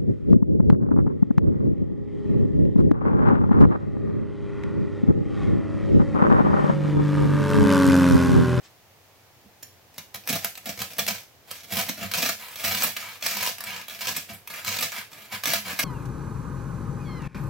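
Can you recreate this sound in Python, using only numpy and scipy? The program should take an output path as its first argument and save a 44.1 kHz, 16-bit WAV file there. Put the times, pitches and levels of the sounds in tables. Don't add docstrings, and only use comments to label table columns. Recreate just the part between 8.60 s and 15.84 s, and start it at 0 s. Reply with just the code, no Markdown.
import sys
import numpy as np
from scipy import signal
from scipy.fft import rfft, irfft
from scipy.io import wavfile
from scipy.ndimage import uniform_filter1d

SR = 44100
rng = np.random.default_rng(int(sys.argv[2]) if len(sys.argv) > 2 else 0)


def unload_audio(sound):
    columns = np.transpose(np.atleast_2d(sound))
    steps = np.round(np.clip(columns, -1, 1) * 32767)
    wavfile.write(sys.argv[1], SR, steps.astype(np.int16))


N = 319284

# start in seconds, length in seconds, crunch in dB,
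# swell from start to end in dB, fizz over crunch in dB, push on the loaf over crunch in dB.
BITES = [(1.369, 0.062, -49, -12.5, -2, -6), (1.543, 0.028, -52.5, -3, -5, 6),
         (1.673, 0.0875, -32, 2, 2.5, -4), (1.828, 0.057, -37, -21, -4, -7),
         (2.056, 0.046, -35, -2.5, 0, -5), (2.184, .055, -34, -10.5, 1.5, -2),
         (2.298, 0.053, -42.5, -12, 1.5, -9), (2.382, 0.02, -29.5, 0, 0, -4),
         (2.486, 0.019, -33.5, 1, 0, -10), (2.529, 0.076, -41.5, -11.5, 0, -11),
         (2.906, 0.1, -44.5, -8, -2, -20), (3.027, 0.036, -46, -15, 2, -7),
         (3.099, .125, -31.5, -1.5, 2.5, -6), (3.269, 0.021, -30.5, -1.5, 0.5, -3.5),
         (3.533, 0.17, -28.5, 0, 0.5, -8), (3.957, 0.1, -37, 8, 1.5, -15),
         (4.022, .26, -29, -3.5, 1.5, -10.5), (4.626, .27, -31, -2.5, 0, -15),
         (5.285, 0.11, -42, -7, 1.5, -13), (5.382, 0.11, -36, -1.5, 1, -18),
         (5.469, 0.042, -29.5, -5.5, 0, -8.5), (5.539, 0.046, -33.5, 2.5, -4, -10),
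         (6.053, 0.2, -30.5, -3.5, -2, -12), (6.857, 0.11, -28, 1.5, -1, -8),
         (7.177, .06, -29.5, -6.5, 1, -13)]
# start in seconds, length in
# seconds, crunch in dB, swell in dB, fizz over crunch in dB, push on the loaf over crunch in dB.
SLIDES = [(2.868, 0.024, -52, 3, 3, -8), (3.36, 0.083, -38.5, 12, -1.5, -2),
          (3.785, 0.15, -44, -2.5, 2, -18), (4.355, 0.2, -40, -9.5, -1.5, -18),
          (4.975, 0.062, -46.5, 8.5, -4, -15), (5.052, 0.16, -37, -6, -3, -14),
          (5.68, 0.023, -41, 5, -2, -0.5), (5.72, 0.02, -49.5, -1, 9, -10), (5.89, 0.1, -39.5, 2.5, 0, -16),
          (6.315, 0.071, -37, 6, -0.5, -16), (6.505, 0.15, -49.5, 0.5, 1, -8),
          (6.71, 0.035, -33, 1.5, -1, -9.5), (7.045, 0.074, -34.5, 3, -1.5, -5)]


def sawing():
    biting = strokes(BITES, attack_s=0.02, release_db_per_s=404, flakes_per_s=7000) * teeth()
    rasp, fizz, push = strokes(SLIDES, attack_s=0.014, release_db_per_s=316, flakes_per_s=22000)
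    return biting + np.array([sliding(rasp), fizz, push])


def strokes(table, attack_s, release_db_per_s, flakes_per_s, stir_db=-14, stir_db_per_s=326):
    t = np.arange(0, N, 32) / SR
    start, length, db, swell_db, fizz_db, push_db = np.transpose(table)[:, :, None]
    stir = amp(stir_db - stir_db_per_s * np.maximum(start - t, 0))
    grip = np.maximum(stir, np.clip((t - start) / attack_s, 0, 1))
    progress = np.clip((t - start) / length, 0, 1)
    slowing_s = np.maximum(t - start - length, 0)
    effort = grip * amp(db + swell_db * (progress - .5) - release_db_per_s * slowing_s)
    levels = []
    for over_db in (0, fizz_db, push_db):
        strongest = (effort * amp(over_db)).max(0)
        levels.append(np.interp(np.arange(N) / SR, t, strongest))
    crunch_db = 20 * np.log10(levels[0] + 1e-6)
    return np.array(levels) * flakes(crunch_db, flakes_per_s)


def flakes(level_db, per_s, full_db=-28, thinning=.28, spread_db=2.0, largest=6.1,
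           clumps_per_s=65, clump_s=0.0025, clump=1.1):
    size = amp(spread_db * np.minimum(rng.exponential(1, N), largest)) * rng.choice([-1, 1], N)
    chance = per_s * amp(thinning * (level_db - full_db)) / SR
    clicks = size * (rng.random(N) < chance)
    starts = np.cumsum(rng.gamma(2, SR / clumps_per_s / 2, N // 100)).astype(int)
    starts = starts[starts < N]
    grip = np.bincount(starts, rng.rayleigh(1, N)[starts], N)
    fading_grip = signal.lfilter([1], [1, -np.exp(-1 / (clump_s * SR))], grip)
    train = clicks * (1 + clump * fading_grip)
    return train / np.sqrt(uniform_filter1d(train ** 2, size=1500) + 1e-9)


def teeth(per_s=37, jitter=.2, spread_db=1.25, fall_db=8, count=600):
    spacing, strength = rng.standard_normal((count, 2)).T
    catches = np.cumsum(np.exp(jitter * spacing)) / per_s
    passed = np.interp(np.arange(N) / SR, catches, np.arange(count))
    gain = amp(spread_db * strength[passed.astype(int)] - fall_db * (passed % 1))
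    return gain / np.sqrt(np.mean(gain ** 2))


def sliding(x, dull_hz=3000, rub_db=4.0):
    return amp(rub_db) * signal.lfilter(*signal.butter(1, dull_hz, fs=SR), x)


# start in seconds, length in seconds,
# crunch in dB as if spread over 10 ms (before the level below), fizz over crunch in dB.
CRACKS = [(1.341, 0.0044, -53, -1), (1.381, 0.0054, -35.5, 2), (1.543, 0.0063, -33.5, 1.5),
          (1.555, 0.0076, -38, 3), (1.675, 0.0013, -29.5, 4.5), (1.689, 0.0097, -24.5, 1.5),
          (1.845, 0.0037, -26.5, 5.5), (1.954, 0.0023, -39.5, -6), (1.975, 0.0058, -39, 2),
          (2.057, 0.0056, -37, 6), (2.19, 0.0042, -35, -1), (2.217, 0.0053, -26.5, 0.5),
          (2.383, 0.0017, -37, 10), (2.388, 0.0093, -21, -0.5), (2.465, 0.0036, -31.5, 2),
          (2.478, .013, -21, 1), (2.912, 0.0036, -35.5, 6.5), (3.186, .004, -30.5, 2),
          (3.211, 0.0072, -29, 0), (3.514, 0.0045, -29.5, 2), (3.537, 0.0026, -26, 1),
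          (3.694, .002, -26, -4), (3.957, 0.0045, -37.5, 2), (4.221, 0.0036, -24.5, -5),
          (4.233, 0.0091, -27, 10.5), (4.365, 0.0055, -30, -2.5), (4.624, .005, -29.5, -5),
          (4.662, 0.0052, -23.5, 2), (4.826, .006, -27, 4.5), (4.863, 0.0026, -27.5, 2),
          (4.874, 0.00084, -25, -10), (4.982, 0.0035, -40, 2.5), (5.006, 0.0033, -35.5, 4.5),
          (5.039, .002, -43, 10.5), (5.282, 0.0043, -38, 3.5), (5.471, 0.0028, -27.5, -3.5),
          (5.565, 0.0062, -33.5, 10.5), (5.874, 0.0038, -39.5, 4), (6.047, 0.0029, -34, 1),
          (6.208, .005, -37, 11), (6.225, .007, -23.5, 1), (6.319, 0.0032, -36, -3),
          (6.53, 0.0054, -44, -3), (6.836, 0.0054, -27, 0.5), (6.856, 0.0028, -23.5, 0),
          (6.935, 0.005, -24, 4), (7.19, 0.0067, -25.5, 4.5)]


def cracks(level_db=-0.1, steps_per_s=4500, spread_db=9, snap_db=11, snap_share=0.49,
           push_db=-11, deep_push_db=-11, count=128):
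    drives = np.zeros((3, N))
    for start, length, crunch_db, fizz_db in CRACKS + chips():
        when, size, sign = rng.random((count, 3))[:int(length * steps_per_s)].T
        small_steps = amp(spread_db * size) * np.sign(sign - .5)
        steps = unit(np.r_[amp(snap_db), small_steps]) * np.sqrt(SR) / 10
        at = np.minimum((start + np.r_[snap_share, when] * length) * SR, N - 1).astype(int)
        push_over_db = push_db + deep_push_db * cut_depth(start)
        for drive, over_db in zip(drives, (0, fizz_db, push_over_db)):
            np.add.at(drive, at, amp(crunch_db + over_db) * steps)
    return amp(level_db) * drives


def chips(per_s=10, length_s=0.0016, level_db=-2, spread_db=1, count=12):
    rows = []
    for start, length, db, swell_db, fizz_db, _ in BITES:
        for place, size in rng.random((count, 2))[:int(per_s * length)]:
            stroke_db = db + swell_db * (place - .5)
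            chip_db = stroke_db + level_db + spread_db * (2 * size - 1)
            rows.append((start + place * length, length_s, chip_db, fizz_db))
    return rows


def bread(drives, low_cut_hz=440, loaf_db=2.0):
    crunch, fizz, push = drives
    depth = cut_depth(np.arange(N) / SR)
    bright = crust(crunch, fizz) + blade(crunch, depth) + shell(crunch, push, depth)
    return above(bright, low_cut_hz) + amp(loaf_db) * loaf(push)


# time in seconds, depth from 0 to 1.
DEPTH = [(2.5, 0.25), (5, 1)]


def cut_depth(seconds):
    return np.interp(seconds, *np.transpose(DEPTH))


# frequency in Hz, level in dB.
CRUNCH = [(420, -21), (850, -10), (1450, -3), (2300, -2), (3500, -1), (5700, 0), (8000, 1), (12000, -19.5)]
# frequency in Hz, level in dB.
FIZZ = [(2000, 6.5), (6000, -4.5), (7600, 16.5), (9200, 13), (12200, 16), (15800, 11.5)]


def crust(crunch, fizz):
    return wander(through(crunch, colour(CRUNCH)) + through(fizz, colour(FIZZ)))


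def wander(x, patchy_db=1.0, patch_hz=1100, patch_s=0.024):
    z = signal.stft(x, SR, nperseg=256)[2]
    field = rng.standard_normal(z.shape)
    for _ in range(2):
        field = uniform_filter1d(field, max(1, int(patch_hz * 256 / SR)), axis=-2)
        field = uniform_filter1d(field, max(1, int(patch_s * SR / 128)), axis=-1)
    return signal.istft(z * amp(patchy_db * field / field.std()), SR, nperseg=256)[1][:, :N]


# frequency in Hz, width in Hz, level in dB.
BLADE = [(914, 33, -7), (992, 41, 2.5), (1273, 84, -3.5), (1685, 82, 0), (2336, 360, -2), (2640, 8.9, -13),
         (2823, 26, -4)]


def blade(crunch, depth, level_db=-14, buried_db=6):
    return amp(level_db + buried_db * depth) * through(crunch, ring(BLADE))


# frequency in Hz, width in Hz, level in dB.
SHELL = [(483, 11, -2.5), (540, 72, -5.5), (618, 20, -5), (680, 24, 5), (752, 34, -2)]


def shell(crunch, push, depth, opened_db=-5):
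    bending = np.sign(crunch) * np.sqrt(abs(crunch * push))
    return amp(opened_db * depth) * through(bending, ring(SHELL))


# frequency in Hz, width in Hz, level in dB.
LOAF = [(102, 6.6, 3.5), (189, 29, -1), (206.2, 6.1, -2), (303, 400, -6)]


def loaf(push, low_cut_hz=72, high_cut_hz=290):
    crumb = signal.butter(4, high_cut_hz, fs=SR, output="sos")
    return above(signal.sosfilt(crumb, through(push, ring(LOAF))), low_cut_hz)


# frequency in Hz, width in Hz, level in dB.
STEEL = [(3230, 12, -3.5), (5540, 130, -8), (6970, 140, -4), (12100, 45, -4), (13920, 75, 2)]


def first_touch(start_s=1.026, length_s=0.0097, ring_db=-35, scratch_db=-37, crust_db=-43):
    skid = rub(start_s, length_s)
    zing = amp(ring_db) * through(skid, ring(STEEL))
    scratch = amp(scratch_db) * through(skid, colour(FIZZ))
    crunch = amp(crust_db) * through(skid, colour(CRUNCH))
    return zing + scratch + crunch


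def hand(start_s=.838, length_s=0.028, level_db=-46.5):
    return amp(level_db) * loaf(rub(start_s, length_s))


def rustle(start_s=0.027, length_s=0.05, level_db=-50):
    return amp(level_db) * sliding(through(rub(start_s, length_s), colour(CRUNCH)))


def rub(start_s, length_s):
    t = np.arange(N) / SR
    place = 2 * (t - start_s) / length_s - 1
    return rng.standard_normal(N) * np.sqrt(np.maximum(1 - place ** 2, 0))


# frequency in Hz, level in dB.
ROOM = [(150, -9), (700, -13), (2000, -7), (14000, -9.5)]
# frequency in Hz, time to fall by 60 dB in seconds.
ROOM_T60 = [(200, 0.088), (3000, 0.31), (14000, 0.34)]


def kitchen(near_db=-5.5, near_s=0.0046, size=16384):
    t = np.arange(size) / SR
    hz, frame_s, z = signal.stft(diffuse(size, ROOM), SR, nperseg=256)
    t60 = read(ROOM_T60, hz)[:, None]
    dying = amp(-60 * frame_s / t60) * np.sqrt(2 * np.log(1000) / (t60 * SR))
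    walls = signal.istft(z * dying, SR, nperseg=256)[1][:, :size] * (1 - np.exp(-t / near_s))
    near = unit(diffuse(size, ROOM) * np.sqrt(t) * np.exp(-t / near_s))
    return amp(near_db) * near + walls


# frequency in Hz, level in dB.
FLOOR = [(25, -10), (55, -8), (95, 10.5), (200, -1), (720, 1.5), (1300, -5), (2300, -4.5), (3600, -8),
         (6000, -9), (9000, -16), (12500, -11)]


def background(level_db=-55.5):
    return amp(level_db) * np.sqrt(N) * unit(diffuse(N, FLOOR))


def diffuse(size, points, alike_hz=1700, most_alike=0.63):
    hz = np.fft.rfftfreq(size, 1 / SR)
    alike = most_alike / (1 + (hz / alike_hz) ** 4)
    mid, side = rfft(rng.standard_normal((2, size))) * np.sqrt([1 + alike, 1 - alike])
    return irfft(np.array([mid + side, mid - side]) * amp(read(points, hz)), size)


def amp(db):
    return 10 ** (np.asarray(db) / 20)


def unit(x):
    return x / np.sqrt(np.mean(np.sum(x ** 2, -1)) + 1e-20)


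def read(points, hz):
    f, value = np.transpose(points)
    return np.interp(np.log(hz + 1), np.log(f), value)


def colour(points, size=1024):
    log_gain = np.log(amp(read(points, abs(np.fft.fftfreq(size, 1 / SR)))))
    return unit(np.fft.ifft(np.exp(np.conj(signal.hilbert(log_gain)))).real)


def ring(modes, size=8192):
    t = np.arange(size) / SR
    total = np.zeros(size)
    for hz, width, db in modes:
        decay = np.exp(-np.pi * width * t)
        total += amp(db) * width * decay * np.cos(2 * np.pi * hz * t)
    return unit(total)


def through(x, response):
    return signal.oaconvolve(np.atleast_2d(x), np.atleast_2d(response), axes=1)[:, :N]


def above(x, hz):
    return signal.sosfilt(signal.butter(4, hz, "high", fs=SR, output="sos"), x)


def scene(direct_db=-4, echo_db=-2.0, swing_hz=3.1, count=3):
    dry = bread(sawing() + cracks()) + first_touch() + hand() + rustle()
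    turn = 2 * np.pi * swing_hz * np.arange(N) / SR
    echoes = 0
    for k in range(count):
        echoes = echoes + through(dry * np.cos(turn + np.pi * k / count), kitchen())
    return amp(direct_db) * dry + amp(echo_db) * echoes + background()


# frequency in Hz, left over right in dB.
LEAN = [(500, -0.1), (1500, 1.1), (3500, -1.5), (10000, -0.5), (13000, -3.5)]
# frequency in Hz, lead of the left side in radians.
LEAD = [(7000, -0.3), (7700, -1.53), (12000, -1.62), (15500, 1)]


def record(dry, edge_hz=16000):
    hz = np.fft.rfftfreq(N, 1 / SR)
    half = np.array([[.5], [-.5]])
    gain = amp(half * read(LEAN, hz))
    phase = np.exp(1j * half * read(LEAD, hz))
    pair = irfft(rfft(dry) * gain * phase, N)
    low_pass = signal.firwin(401, edge_hz, window=("kaiser", 8), fs=SR)
    return signal.oaconvolve(pair, low_pass[None], "same", axes=1)


dry = scene()
out = record(dry)
unload_audio(out)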